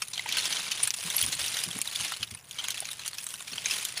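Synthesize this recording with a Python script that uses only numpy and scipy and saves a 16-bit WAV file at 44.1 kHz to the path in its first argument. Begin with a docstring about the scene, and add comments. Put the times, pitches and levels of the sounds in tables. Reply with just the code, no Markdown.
"""Two hands rake through a heap of hard, pointed snail shells on open ground, over faint outdoor air.
From the start, shells knock on their neighbours, skid briefly and ring for a few milliseconds, while
the stirred heap swells into a clatter and grate beneath them. After a second the hands add dull bumps.
Near 2.4 s the heap almost settles; the raking goes on gently, then digs in again just before the end."""
import sys
import numpy as np
from scipy import signal
from scipy.fft import rfft, irfft
from scipy.io import wavfile

SR = 44100
rng = np.random.default_rng(int(sys.argv[2]) if len(sys.argv) > 2 else 0)


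def output_pcm(signal):
    """Save a mono or channel-first signal as 16-bit PCM at the path in sys.argv[1].

    Samples are clipped to [-1, 1] before scaling.
    """
    pcm = np.clip(np.atleast_2d(signal).T, -1, 1) * 32767
    wavfile.write(sys.argv[1], SR, np.round(pcm).astype(np.int16))


N = 176400


def from_db(db):
    """Decibels to gain."""
    return 10 ** (np.asarray(db) / 20)


def rms_one(x):
    """Scale to an rms of 1."""
    return x / np.sqrt(np.mean(x ** 2) + 1e-20)


def one_ms(x):
    """Scale to the energy of one millisecond at full level."""
    return x / np.sqrt(np.sum(x ** 2) * 1000 / SR + 1e-20)


def add(out, start_s, x):
    """Mix a short sound in at its cue."""
    i = int(np.clip(start_s * SR, 0, N - 1))
    out[i:i + len(x)] += x[:N - i]


def band(x, hz, kind, order=4):
    """Butterworth filter."""
    return signal.sosfilt(signal.butter(order, hz, kind, fs=SR, output="sos"), x)


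def equalise(x, curve):
    """Apply a smooth EQ curve, with minimum phase so that nothing sounds ahead of an attack."""
    hz, db = np.transpose(curve)
    size = len(x)
    bin_hz = np.arange(size // 2 + 1) * SR / size
    log_gain = np.log(from_db(np.interp(np.log(bin_hz + 1), np.log(hz), db)))
    causal = np.zeros(size)
    causal[0], causal[1:size // 2] = 1, 2
    response = np.exp(rfft(irfft(log_gain, size) * causal))
    return irfft(rfft(x) * response, size)


# Tone of the outdoor bed: frequency_hz, gain_db
AIR_EQ = [(25, -8.5), (60, -7), (110, 5.5), (170, 2.5), (260, -10), (600, -8), (2000, -9), (9000, -45),
          (15000, -13)]

def outdoor_air(level_db=-57):
    """A faint, steady bed of noise, weighted to the lows."""
    return from_db(level_db) * rms_one(equalise(rng.standard_normal(N), AIR_EQ))


# Dull bumps of the hands: start_s, level_db (before trim), pitch_hz
HAND_BUMPS = [(1.046, -38.5, 171), (1.224, -35, 108), (1.271, -39, 139), (1.346, -45.5, 94),
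              (1.407, -45, 79.5), (1.66, -36, 170), (1.744, -36.5, 186.6), (1.774, -44, 197),
              (1.995, -40, 112), (2.197, -39.5, 107), (2.314, -39.5, 93), (3.512, -42.5, 176)]

def hand_bumps(rise_s=0.014, trim_db=-3.5):
    """A hand presses into the heap: a short swell of rough rumble around one low resonance."""
    out, t = np.zeros(N), np.arange(SR // 5) / SR
    swell = t / rise_s * np.exp(1 - t / rise_s)
    for start_s, level_db, pitch_hz in HAND_BUMPS:
        rumble = rms_one(band(rng.standard_normal(len(t)), [pitch_hz / 2, pitch_hz * 2], "band", order=2))
        resonance = np.sin(2 * np.pi * pitch_hz * t)
        add(out, start_s, from_db(level_db + trim_db) * swell * (.5 * rumble + .72 * resonance))
    return out


KNOCK_SAMPLES, LEAD_S = 2048, .004  # length of one knock; its scrape ahead of the hit
SHELL_LOWEST_HZ = 623  # a shell radiates little below this
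LOWS_HZ, TREBLE_HZ = 2280, 7030  # crossovers between hollow lows, mid clack and hard treble


def contacts(per_s, spread_db):
    """Shell touching shell: random clicks of uneven size."""
    sizes = from_db(spread_db * np.minimum(rng.exponential(1, N), 3)) * rng.choice([-1, 1], N)
    return sizes * (rng.random(N) < per_s / SR)


def skid(decay_ms, contacts_per_s=5000):
    """Shells scrape together, meet hard once, and skid on in a dying run of smaller contacts."""
    hit = int(LEAD_S * SR)
    t_ms = (np.arange(KNOCK_SAMPLES) - hit) * 1000 / SR
    envelope = np.where(t_ms < 0, .3, .77) * np.exp(-np.abs(t_ms) / max(decay_ms, .1))
    force = envelope * rng.standard_normal(KNOCK_SAMPLES)
    force *= rng.random(KNOCK_SAMPLES) < contacts_per_s / SR
    force[hit] = 1
    return force


def mode(force, hz, t60_s):
    """One resonance that dies by 60 dB in t60_s; gain 1 at its peak."""
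    r = from_db(-60 / (t60_s * SR))
    feedback = [1, -2 * r * np.cos(2 * np.pi * hz / SR), r * r]
    return signal.lfilter(np.array([1, 0, -1]) * (1 - r * r) / 2, feedback, force + 1e-18)


def shell(force, count=14, t60_s=0.0045):
    """No two shells are alike: each has its own scatter of short modes."""
    edges_hz = np.linspace(400, 16000, count + 1)
    modes_hz = rng.uniform(edges_hz[:-1], edges_hz[1:])
    gains = rng.uniform(0.26, 1, count) * (-1) ** np.arange(count)
    return sum(mode(force, hz, t60_s) * gain for hz, gain in zip(modes_hz, gains))


def main_ring(force, hz, skid_ms, detune=0.031, free_t60_s=0.0076, pinned_below_ms=0.45):
    """Two meeting shells ring close in pitch; a very short skid means they are pinned and damped."""
    t60_s = free_t60_s * np.clip(skid_ms / pinned_below_ms, .1, 1)
    return one_ms(mode(force, hz * (1 - detune), t60_s) - mode(force, hz * (1 + detune), t60_s))


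def with_reflections(x, wet_db=-6, t60_s=0.043):
    """Add a short wash off the heap, the ground and the arms, different for every spot in the heap."""
    t = np.arange(KNOCK_SAMPLES) / SR
    wash = rng.standard_normal(len(t)) * from_db(-60 * t / t60_s) * (t > .002)
    wash /= np.sqrt(np.sum(wash ** 2))
    return x + from_db(wet_db) * signal.fftconvolve(x, wash)[:len(x)]


def small_knock(hz):
    """One tick in the heap: loose shells ping, pinned ones only click, and big, low ones are drier."""
    skid_ms = 3.4 * 2 ** rng.uniform(-2, 1)
    force = skid(skid_ms)
    looseness_db = rng.uniform(-7, 7)
    ping_db = -2 + 4.5 * np.log2(hz / 9500) + looseness_db
    ping = from_db(ping_db) * main_ring(force, hz, skid_ms)
    click = with_reflections(one_ms(shell(force)))
    return one_ms(click + ping)


def clatter(stir_db, full_stir_db=-33, full_per_s=700, shells=160):
    """Small knocks on shells of all pitches; harder stirring packs them thicker, at an even power."""
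    voices = [small_knock(hz) for hz in np.linspace(1900, 12500, shells)]
    density = np.clip(from_db(1.1 * (stir_db - full_stir_db)), .15, 1)
    clicks = contacts(full_per_s * density, spread_db=3.3) / np.sqrt(density)
    struck, out = rng.integers(0, shells, N), np.zeros(N)
    for i in np.flatnonzero(clicks):
        add(out, i / SR, clicks[i] * voices[struck[i]])
    return rms_one(out)


# Tone of the shells, for the heap and the clear knocks alike: frequency_hz, gain_db
SHELL_EQ = [(50, -31), (120, -6), (330, -12.5), (780, -12.5), (1370, -9), (1780, -6.5), (3010, -1.5),
            (5730, -8), (6220, -8), (7970, -9.5), (10000, -3), (13500, -20), (15400, -11.5)]
# Level ride of the stirring, before trims: time_s, body_db, treble_db
STIRRING = [(0, -48.5, -47), (0.11, -48, -45), (0.17, -43.5, -51), (0.25, -38.5, -48), (0.33, -32.5, -51),
            (0.4, -32.5, -40), (0.502, -34, -40.5), (0.8, -36.5, -44), (0.85, -33.5, -38),
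            (0.895, -45, -45), (0.97, -41, -37.5), (1.1, -36, -39.5), (1.22, -33, -32.5),
            (1.365, -38.5, -40), (1.41, -33, -37), (1.6, -34.5, -38), (1.68, -40.5, -43), (1.9, -41, -45.5),
            (2.03, -33.5, -39), (2.2, -41, -45.5), (2.275, -50, -51), (2.42, -59.5, -56.5),
            (2.56, -46.5, -48), (2.61, -40, -52.5), (2.75, -40.5, -47), (2.92, -44, -45.5),
            (3.02, -42.5, -49), (3.16, -46, -47.5), (3.23, -46.5, -40.5), (3.42, -46, -44.5),
            (3.68, -36.5, -42.5), (3.74, -33, -35.5), (3.92, -41.5, -44), (4, -39, -49)]

def stirred_heap(trim_db=-1, extra_treble_db=-2):
    """The heap shifts under the hands: a clatter of small knocks and the fine grating of ribbed shells."""
    time_s, *rides = np.transpose(STIRRING)
    body_db, treble_db = (np.interp(np.arange(N) / SR, time_s, db) + trim_db for db in rides)
    grit = from_db(-4.5) * rms_one(contacts(per_s=2500, spread_db=4.5))
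    texture = equalise(clatter(body_db) + grit, SHELL_EQ)
    body = from_db(body_db) * rms_one(band(texture, TREBLE_HZ, "low"))
    treble = from_db(treble_db + extra_treble_db) * rms_one(band(texture, TREBLE_HZ, "high"))
    return body + treble


# Foreground hits, before trims; the hollow lows and hard treble are relative to the clack:
# hit_s, clack_db, hollow_db, hard_db, skid_ms, ring_hz, ring_db
CLEAR_KNOCKS = [(0.0209, -20.5, -4, -4.5, 2.6, 9200, -27), (0.083, -37, -14, -1, 1.5, 9630, -32),
                (0.1347, -23.5, -16, -9, 9.6, 4000, -28), (0.1782, -21, -14, -17, 1.9, 3530.0, -38),
                (0.1943, -23.5, -15.5, -14, 0.91, 2010, -22), (0.2597, -39, 13, 3, 1.6, 866, -26.5),
                (0.29, -26, -13, -3, 2.2, 2350.0, -26.5), (0.3242, -17, -33, -10, 2.9, 4170, -24),
                (0.3698, -17.5, -23, -6.5, 3.4, 1490, -29), (0.3824, -19.5, -12, -7, 8.8, 4300, -18),
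                (0.4548, -17, -34, -10, 4.3, 6100, -25.5), (0.526, -19.5, -26, -10, 4.2, 3000, -24),
                (0.5675, -18, -28, -21, 3.8, 3100, -21), (0.7157, -15, -47, -13, 6.4, 2930, -17.5),
                (0.8318, -21.5, -18, 2, 5, 9200, -12.5), (0.8742, -22.5, -2.5, 4.5, 2.5, 8750, -23.5),
                (0.9055, -23, -13, -2, 0.13, 6000, -18.5), (0.9403, -25.5, -11, -4, 1.5, 8700, -31),
                (1.1007, -27.5, -7, 5, 6.3, 3610, -25.5), (1.166, -35, -15, 9, 3, 11100, -13.5),
                (1.1814, -23, -30, -9, 0.87, 4480, -20.5), (1.19, -23.5, -20, -2, 3.4, 9050, -25),
                (1.2134, -19, -29, -17, 1.6, 10000, -17), (1.2258, -27.5, -32, 11.5, 1.2, 3160, -19.5),
                (1.2375, -19, -30, -14, 3.4, 3130, -34), (1.263, -29, -23, -5, 0.63, 9600, -19.5),
                (1.3265, -21.5, -12, -13, 8.7, 4070, -24), (1.351, -32, -13, 2, 1.2, 8060, -27),
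                (1.462, -34, -30, 10, 2.4, 3780, -29), (1.481, -29, -26, -1, 2.3, 5550, -26.5),
                (1.568, -23.5, -2, -1, 4.4, 1840, -29), (1.5885, -23.5, -33, -3, 2.6, 3680, -29),
                (1.637, -24.5, -9, 5, 2.7, 4980, -23.5), (1.7108, -33, -22, -23, 1.4, 3350, -26.5),
                (1.7884, -38.5, 6.5, 6, 1.3, 10100, -25), (1.8156, -21.5, -40, 1, 0.57, 8880, -25),
                (1.875, -35, -13.0, 8.5, 1.3, 3920.0, -23.5), (1.959, -23.5, -31, -4, 2.1, 3600, -23.5),
                (2.1203, -36, 5, 8, 3.3, 1400, -30.0), (2.137, -26, -12, -30, 3.5, 2920, -26.5),
                (2.2296, -18, -13, -12, 3, 4640, -25.5), (2.311, -34.5, -9, 1, 4.4, 3400, -38),
                (2.3488, -36, -3.5, -9, 3, 9560, -29), (2.5106, -30, -28, -4.5, 0.88, 3480, -34.5),
                (2.587, -22.5, -10, -11, 9.3, 3150, -21), (2.599, -42, -19, 4, 4.9, 3140, -25),
                (2.641, -23.5, -9, -6, 5.4, 1070, -35.5), (2.6842, -25.5, -3, -0.5, 0.8, 6680.0, -26),
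                (2.7054, -20.5, -20, -3.5, 2.1, 4100, -27), (2.778, -33, -3.5, -1, 1.9, 3340, -30.5),
                (2.8038, -34.5, -15, 8, 0.67, 9300, -26), (2.824, -46, 8, -11, 6.4, 755, -34.5),
                (2.854, -31.5, -3.5, -9, 1.1, 6660, -30), (2.888, -35, 1, 2, 2.5, 4100, -32),
                (2.912, -34, -10, 8, 5.9, 3730, -30.5), (3.0605, -27, -7, -1, 6.7, 9400, -31.5),
                (3.0784, -25.5, -24, 4, 1.2, 6630, -31), (3.132, -38, 0, -18, 1.1, 4300, -33),
                (3.1844, -27, -16, -6, 1.7, 5160, -32), (3.2415, -43, -3, 15, 1.4, 8400, -32),
                (3.2666, -30.5, -6, 4.5, 1.7, 8000, -24.5), (3.3398, -32, -2, 4, 0.72, 2970, -30),
                (3.4068, -39.5, 3, -5, 2.3, 2490, -40), (3.532, -29, -7, -24, 5.4, 4200, -30.5),
                (3.5807, -28, -5.5, -20, 1.5, 3220, -24.5), (3.658, -18.5, -11, -27, 3.2, 6520, -18.5),
                (3.71, -18, -22, -8, 3.5, 5180, -23), (3.8509, -22, -20, 1, 1.8, 9560, -24.5),
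                (3.974, -22.5, -10, -4, 6.2, 4180, -27.5)]

def clear_knocks(clack_trim_db=-1.7, ring_trim_db=1.4):
    """Two shells collide: a broad clack from both, and the ring of their main modes."""
    out = np.zeros(N)
    for hit_s, clack_db, hollow_db, hard_db, skid_ms, ring_hz, ring_db in CLEAR_KNOCKS:
        force = skid(skid_ms)
        pair = equalise(shell(force) + shell(force), SHELL_EQ)
        hollow = from_db(hollow_db) * one_ms(band(pair, [SHELL_LOWEST_HZ, LOWS_HZ], "band"))
        mids = one_ms(band(pair, [LOWS_HZ, TREBLE_HZ], "band"))
        hard = from_db(hard_db) * one_ms(band(pair, TREBLE_HZ, "high"))
        clack = with_reflections(from_db(clack_db + clack_trim_db) * (hollow + mids + hard))
        ring = from_db(ring_db + ring_trim_db) * main_ring(force, ring_hz, skid_ms)
        add(out, hit_s - LEAD_S, clack + ring)
    return out


def scene():
    """Outdoor air, shells and hands in one mono mix."""
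    return (outdoor_air() + clear_knocks() + stirred_heap() + hand_bumps())[None]


def record(dry):
    """A steep high cut takes off the very top."""
    cutoff_hz = 15400
    return signal.sosfilt(signal.ellip(12, .2, 80, cutoff_hz, fs=SR, output="sos"), dry)


dry = scene()
out = record(dry)
output_pcm(out)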